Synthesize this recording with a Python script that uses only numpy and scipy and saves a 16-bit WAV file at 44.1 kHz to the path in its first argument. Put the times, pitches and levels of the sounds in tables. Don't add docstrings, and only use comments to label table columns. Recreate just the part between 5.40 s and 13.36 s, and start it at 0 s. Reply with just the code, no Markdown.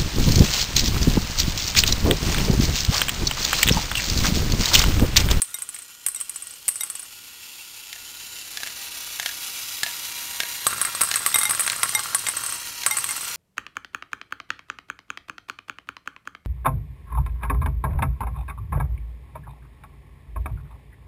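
import sys
import numpy as np
from scipy import signal
from scipy.fft import rfft, irfft, next_fast_len
from scipy.io import wavfile

SR = 44100
rng = np.random.default_rng(int(sys.argv[2]) if len(sys.argv) > 2 else 0)


def bounce(signal):
    frames = np.transpose(np.atleast_2d(signal))
    limited = np.clip(frames, -1, 1)
    pcm = np.round(limited * 32767).astype(np.int16)
    wavfile.write(sys.argv[1], SR, pcm)


N = 351036
TIME = np.arange(N) / SR
AGE = TIME[:SR // 4]


# (t/s, shell level/dB, relative thud level/dB)
LANDINGS = [(0.0187, -14, -39.5), (0.1865, -32, -48), (0.6641, -15.5, -43), (0.685, -21, -45),
            (0.7465, -25, -57), (0.802, -28, -58), (0.811, -22.5, -44.5), (0.8945, -24, -52),
            (1.2806, -15, -46), (1.2871, -13.5, -41), (1.3568, -25.5, -47), (5.2672, -13.5, -19),
            (5.4143, -14.5, -27), (5.4494, -24, -31), (5.5499, -25, -32), (5.6093, -21, -29),
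            (5.6144, -13, -24), (5.6341, -18, -32), (5.758, -17, -28.5), (5.8629, -14, -21.5),
            (5.943, -18.5, -30), (5.986, -14.5, -31), (6.2056, -17.5, -33), (6.4319, -14.5, -19.5),
            (6.5928, -25, -29), (6.747, -13.5, -24.5), (7.0624, -23, -36), (7.1231, -24.5, -36.5),
            (7.4632, -14, -21.5), (7.5692, -19, -32.5), (7.5854, -22, -32.5)]
# (t/s, first level/dB, first flight/s, share of flight kept per bounce)
BOUNCE_RUNS = [(0.2203, -24, .0695, .785), (0.9594, -26.5, .0625, .775), (1.434, -21.5, .066, .795),
               (5.333, -28, .048, .8), (5.688, -24.5, .069, .88), (5.9585, -13.5, .074, .85),
               (6.1086, -15.5, .087, .79), (6.492, -22.5, .058, .8), (6.886, -19.5, .082, .835),
               (7.6422, -20.5, .067, .82)]

def falling_balls(close):
    rest_flight_s = .027
    light = [(s, db) for run in BOUNCE_RUNS for s, db, flight_s in rebounds(*run, loss_db=3, count=7)
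             if flight_s > rest_flight_s and s < TIME[-1]]
    light += [(s, -15.5 + .25 * low_db) for s, low_db, _ in WALL_HITS]
    weight_db = -22.5 + 12 * close
    touches = list(LANDINGS) + [(s, db, db + weight_db[int(s * SR)]) for s, db in light]
    clacks, thuds = np.zeros((2, N))
    for s, shell_db, thud_db in touches:
        add(clacks, s, from_db(shell_db) * shell_clack(shell_db, fullness(s)))
        add(thuds, s, from_db(thud_db + 4.5) * heap_thud())
    return clacks, thuds


def rebounds(s, db, flight_s, kept, loss_db, count):
    for k in range(count):
        yield s, db - loss_db * k, flight_s / kept
        s, flight_s = s + flight_s, flight_s * kept


# (f/Hz, relative level/dB, t60/s)
SHELL_MODES = [(7740, -6.5, 0.068), (7880, -12, 0.056), (8440, 4, 0.042), (8284, 2.5, 0.051),
               (8750, -4, .02), (9270, 4, 0.017), (9350, -0.5, 0.053), (9630, -10, 0.024),
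               (10020, -4, 0.051), (10300, -26, 0.016), (10630, -19, 0.062), (11700, -15, .04),
               (12470, -9, 0.051), (12000, -30, 0.024), (12180, -5.5, 0.024), (12320, -13.5, .035),
               (13800, -25, 0.034)]
AFTER_RING_MODES = [(8200, -7, 0.24), (8300, 0, 0.22), (9200, -20, .21), (9920, -1, 0.082)]
# (f/Hz, relative level/dB)
CLACK_EQ = [(80, -16), (400, -14), (1000, -15), (2300, 1.5), (4000, -10), (6500, -4), (8000, 8.5),
            (9200, 5.5), (10500, 5), (12500, -40), (15500, -9)]
TICK_EQ = [(100, -20), (600, -18), (1500, -15), (5000, -6), (9000, 1), (13000, -2), (15500, -1.5)]

def shell_clack(level_db, fill):
    force_db = level_db + 18
    tilt_db_per_octave = 1.3 * force_db
    modes = [(hz, db + tilt_db_per_octave * np.log2(hz / SHELL_MODES[0][0]), t60)
             for hz, db, t60 in SHELL_MODES]
    shell = ring(modes, uneven_db=4.5, detune=.0041)
    shell += from_db(-6.5) * crack(CLACK_EQ, t60=.019, tail_db=-26, tail_t60=.078)
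    shell += from_db(-19.5 + 9.6 * fill) * ring(AFTER_RING_MODES, uneven_db=2.5, detune=.00304)
    tick = from_db(-10.5 + .45 * force_db) * crack(TICK_EQ, t60=.0067, tail_db=-27, tail_t60=.04)
    attack = 1 - np.exp(-AGE / .00042)
    return unit_attack(shell * attack + tick)


# (f/Hz, relative level/dB, t60/s)
THUD_MODES = [(710, -12, 0.027), (1107, -5.5, 0.081), (1204, -0.5, 0.025), (1360, -2, 0.024),
              (1586, -1.5, 0.023), (1960, 2, 0.012)]
# (f/Hz, relative level/dB)
SNAP_EQ = [(80, -15), (400, -34), (700, -6), (1100, -14), (1600, 2), (4200, 1.5), (7000, -1.5), (10000, -9),
           (12800, -7), (15500, -26)]

def heap_thud():
    body = ring(THUD_MODES, uneven_db=1, detune=.007)
    snap = crack(SNAP_EQ, t60=.01, tail_db=-29, tail_t60=.06)
    return unit_attack(body + from_db(-.5) * snap)


# (t/s, relative level/dB)
BELT_HITS = [(0.3633, -39.5), (2.529, -33), (3.1723, -27.5), (3.233, -27.5), (3.2726, -32), (3.798, -23.5),
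             (3.8605, -22), (4.4325, -18.5), (5.0029, -19), (5.7137, -20.5), (5.7404, -22), (6.277, -21),
             (6.2993, -21), (6.8663, -25), (7.4347, -28.5)]
# (f/Hz, relative level/dB, t60/s)
FRAME_MODES = [(690, -9.5, 0.047), (1680, 1.5, 0.052), (1847, -1.5, 0.057), (2140, 4, 0.016),
               (2590, 7, 0.0079), (3380, -2.5, 0.015), (4060, 6.5, 0.012)]

def belt_knocks():
    out = np.zeros(N)
    for hit in BELT_HITS:
        for hop, (s, db, _) in enumerate(rebounds(*hit, flight_s=.0305, kept=.68, loss_db=9, count=3)):
            snap = crack(SNAP_EQ, t60=.021, tail_db=-33, tail_t60=.034)
            frame = from_db(-4 + 5 * hop) * ring(FRAME_MODES, uneven_db=2.5, detune=.02)
            add(out, s, from_db(db + 2.03) * unit_attack(snap + frame))
    return out


# (t/s, relative low ring level/dB, relative high ring level/dB)
WALL_HITS = [(0.1427, -44.5, -39), (0.7607, -52, -45.5), (1.4083, -41, -35.5), (5.4502, -37.5, -52),
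             (5.9428, -26, -26), (6.013, -31, -37), (6.0535, -27.5, -32.5), (6.5497, -25, -28.5),
             (6.869, -34.5, -42), (7.5105, -27.5, -32.5), (7.69, -35, -49)]
# (f/Hz, relative level/dB, t60/s)
BOWL_LOW_MODES = [(853, -17, 0.28), (2107, 1, 0.15)]
BOWL_HIGH_MODES = [(3735, 3.5, 0.066), (5746, 4.5, 0.031), (7930, -3, 0.035), (10800, -4.5, 0.023),
                   (12000, 0.5, 0.038), (12600, 1, .03)]

def bowl_pings():
    out = np.zeros(N)
    for s, low_db, high_db in WALL_HITS:
        add(out, s, from_db(low_db + 3) * ring(BOWL_LOW_MODES, uneven_db=3.5, detune=.0013))
        add(out, s, from_db(high_db + 11) * ring(BOWL_HIGH_MODES, uneven_db=3.5, detune=.0006))
    return out


def jostle(hits, modes, per_s, settle_s, gain_db):
    out = np.zeros(N)
    for _ in range(4):
        touches = (rng.random(N) < per_s / SR) * rng.standard_normal(N)
        out += signal.oaconvolve(touches, ring(modes, uneven_db=5, detune=.011))[:N]
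    return from_db(gain_db) * follow_level(hits, settle_s) * unit_rms(out)


def fullness(s):
    return s / TIME[-1]


# (t/s, gear level/dB, closeness 0-1)
MIC_MOVE = [(0, -45, 0.02), (.55, -45.5, 0), (1.2, -43.5, 0.14), (1.8, -42, 0.2), (2.4, -40, 0.2),
            (3.0, -37.5, 0.71), (3.5, -34.5, 0.85), (4.1, -32.5, 0.84), (4.8, -32, 1), (5.2, -31.5, 1),
            (6.4, -34, 0.96), (7.3, -34.5, 0.97), (7.96, -33, 0.89)]
# (f/Hz, relative level/dB)
FAR_WHIRR_EQ = [(290, -51), (500, -27), (805, -13.5), (841, -13), (972, -14.5), (1160, -16), (1420, -7),
                (1540, -14.5), (2210, -10.5), (2790, -0.5), (3470, -6.5), (7240, -4.5), (8010, -8),
                (11800, -7), (15800, -13.5)]
NEAR_WHIRR_EQ = [(290, -40), (500, -18.5), (817, -9.5), (891, -10.5), (944, -4), (1040, -6.5), (1420, -7),
                 (1520, -6.5), (2790, -0.5), (3320, -1.5), (4300, 0), (6740, -2.5), (7900, -5),
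                 (12400, -4.5), (15800, -11.5)]
# (f/Hz, width/Hz, gain/dB)
WHIRR_BANDS = [(2730, 26, 7), (2860, 110, 1), (3160, 100, -1), (3330, 100, 1.5), (4110, 200, 2.5),
               (5900, 350, 2), (7130, 390, 3.5), (7870, 130, -12), (12200, 650, 2.5)]
# (rate/Hz, depth)
GEAR_THROBS = [(1.6, 0.024), (6.5, 0.1), (19.5, 0.067), (32.3, 0.11), (77, .04)]

def gear_whirr(level_db, close):
    teeth = rng.standard_normal(N) * from_db(2 * drift(1500))
    far = coloured(teeth, FAR_WHIRR_EQ, WHIRR_BANDS)
    near = coloured(teeth, NEAR_WHIRR_EQ, WHIRR_BANDS)
    wobbly_s = TIME + .0028 * drift(1.4)
    throb = 1 + sum(depth * np.sin(2 * np.pi * (hz * wobbly_s + rng.random()))
                    for hz, depth in GEAR_THROBS)
    gain = from_db(level_db + .5 * drift(40))
    return gain * throb * shifting_echoes(far + close * (near - far), wet=.47, t60=.035)


# (multiple of the turning rate, far level/dB, near level/dB)
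MOTOR_PARTIALS = [(3, -79, -70.5), (5, -79, -64), (6, -74, -54), (9, -62.5, -56.5), (12, -68, -56.5),
                  (15, -68, -56.5)]

def motor_whine(close, turning_hz=159.2):
    turns = np.cumsum(turning_hz * (1 + .00123 * drift(14))) / SR
    out = np.zeros(N)
    for multiple, far_db, near_db in MOTOR_PARTIALS:
        level_db = far_db + close ** 2 * (near_db - far_db) + 3.3 * drift(12)
        out += from_db(level_db) * np.sqrt(2) * np.sin(2 * np.pi * multiple * turns)
    return out


# (f/Hz, relative level/dB)
BOOM_EQ = [(30, -27), (65, -28), (100, 6.5), (140, -2.5), (200, -7.5), (350, -26), (700, -44)]

def table_boom(thuds):
    return from_db(-24) * follow_level(thuds, settle_s=.18) * coloured(rng.standard_normal(N), BOOM_EQ)


# (f/Hz, relative level/dB)
DRONE_EQ = [(12, -38), (22, -1.5), (65, -3.5), (95, 0), (180, -6.5), (312, -3), (400, -6.5), (600, -9),
            (800, -27), (1300, -80)]

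def table_drone(close):
    return (from_db(-66.5) + close * from_db(-58.5)) * coloured(rng.standard_normal(N), DRONE_EQ)


def shifting_echoes(x, wet, t60, combs=12):
    morph = np.linspace(0, combs - 1, N)
    age = AGE[:1024]
    out = np.zeros(N)
    for k in range(combs):
        paths = rng.standard_normal(len(age)) * from_db(-60 * age / t60)
        paths = wet * paths / np.linalg.norm(paths)
        paths[0] = 1
        crossfade = np.maximum(1 - abs(morph - k), 0)
        out += crossfade * signal.oaconvolve(x, paths)[:N]
    return unit_rms(out)


def room(x, early_db, early_t60, late_db, late_t60):
    age = TIME[:SR // 2]
    early, late = rng.standard_normal((2, len(age))) * (age > .002)
    early = from_db(early_db) * unit_rms(early * from_db(-60 * age / early_t60))
    late = from_db(late_db) * unit_rms(late * from_db(-60 * age / late_t60))
    return x + signal.fftconvolve(x, (early + late) / np.sqrt(len(age)))[:N]


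def ring(modes, uneven_db, detune):
    hz, db, t60 = np.transpose(modes)[:, :, None]
    strength, tuning, phase = rng.standard_normal((3, len(modes), 1))
    waves = np.sin(2 * np.pi * (hz * (1 + detune * tuning) * AGE + phase))
    envelopes = from_db(db + uneven_db * strength - 60 * AGE / t60)
    return unit_attack(np.sum(envelopes * waves, axis=0))


def crack(eq, t60, tail_db, tail_t60):
    fade = from_db(-60 * AGE / t60) + from_db(tail_db - 60 * AGE / tail_t60)
    return unit_attack(coloured(rng.standard_normal(len(AGE)), eq) * fade)


def coloured(x, eq, bands=()):
    size = next_fast_len(len(x))
    hz = np.arange(size // 2 + 1) * SR / size + 1e-3
    eq_hz, eq_db = np.transpose(eq)
    db = np.interp(np.log(hz), np.log(eq_hz), eq_db)
    for centre, width, lift in bands:
        db += lift / (1 + (2 * (hz - centre) / width) ** 2)
    return unit_rms(irfft(rfft(x, size) * from_db(db), size)[:len(x)])


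def follow_level(hits, settle_s):
    keep = np.exp(-1 / (settle_s * SR))
    return np.sqrt(signal.lfilter([1 - keep], [1, -keep], hits ** 2 + 1e-18))


def drift(per_s):
    knots = rng.standard_normal(int(TIME[-1] * per_s) + 2)
    return unit_rms(np.interp(TIME * per_s, np.arange(len(knots)), knots))


def add(out, s, sound):
    start = max(round(s * SR), 0)
    out[start:start + len(sound)] += sound[:N - start]


def from_db(db):
    return 10 ** (np.asarray(db) / 20)


def unit_rms(x):
    return x / np.sqrt(np.mean(x ** 2) + 1e-20)


def unit_attack(x):
    return x / np.sqrt(np.mean(x[AGE < .006] ** 2) + 1e-20)


def scene():
    move_s, gear_db, closeness = np.transpose(MIC_MOVE)
    close = np.interp(TIME, move_s, closeness)
    clacks, thuds = falling_balls(close)
    rattle = jostle(clacks, SHELL_MODES, per_s=44, settle_s=.072, gain_db=-18.5)
    rattle *= from_db(10 * fullness(TIME))
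    clatter = jostle(thuds, THUD_MODES, per_s=70, settle_s=.17, gain_db=-6.5)
    boom = table_boom(thuds)
    balls = clacks + thuds + rattle + clatter + belt_knocks() + bowl_pings()
    machine = table_drone(close) + gear_whirr(np.interp(TIME, move_s, gear_db), close) + motor_whine(close)
    balls = room(balls, early_db=-17.5, early_t60=.04, late_db=-15.5, late_t60=.29)
    return (balls + machine + boom)[None]


def record(dry):
    ceiling, cutoff_hz = .85, 15720
    rounded = ceiling * np.tanh(dry / ceiling)
    return signal.sosfilt(signal.ellip(12, .1, 70, cutoff_hz, fs=SR, output="sos"), rounded)


dry = scene()
out = record(dry)
bounce(out)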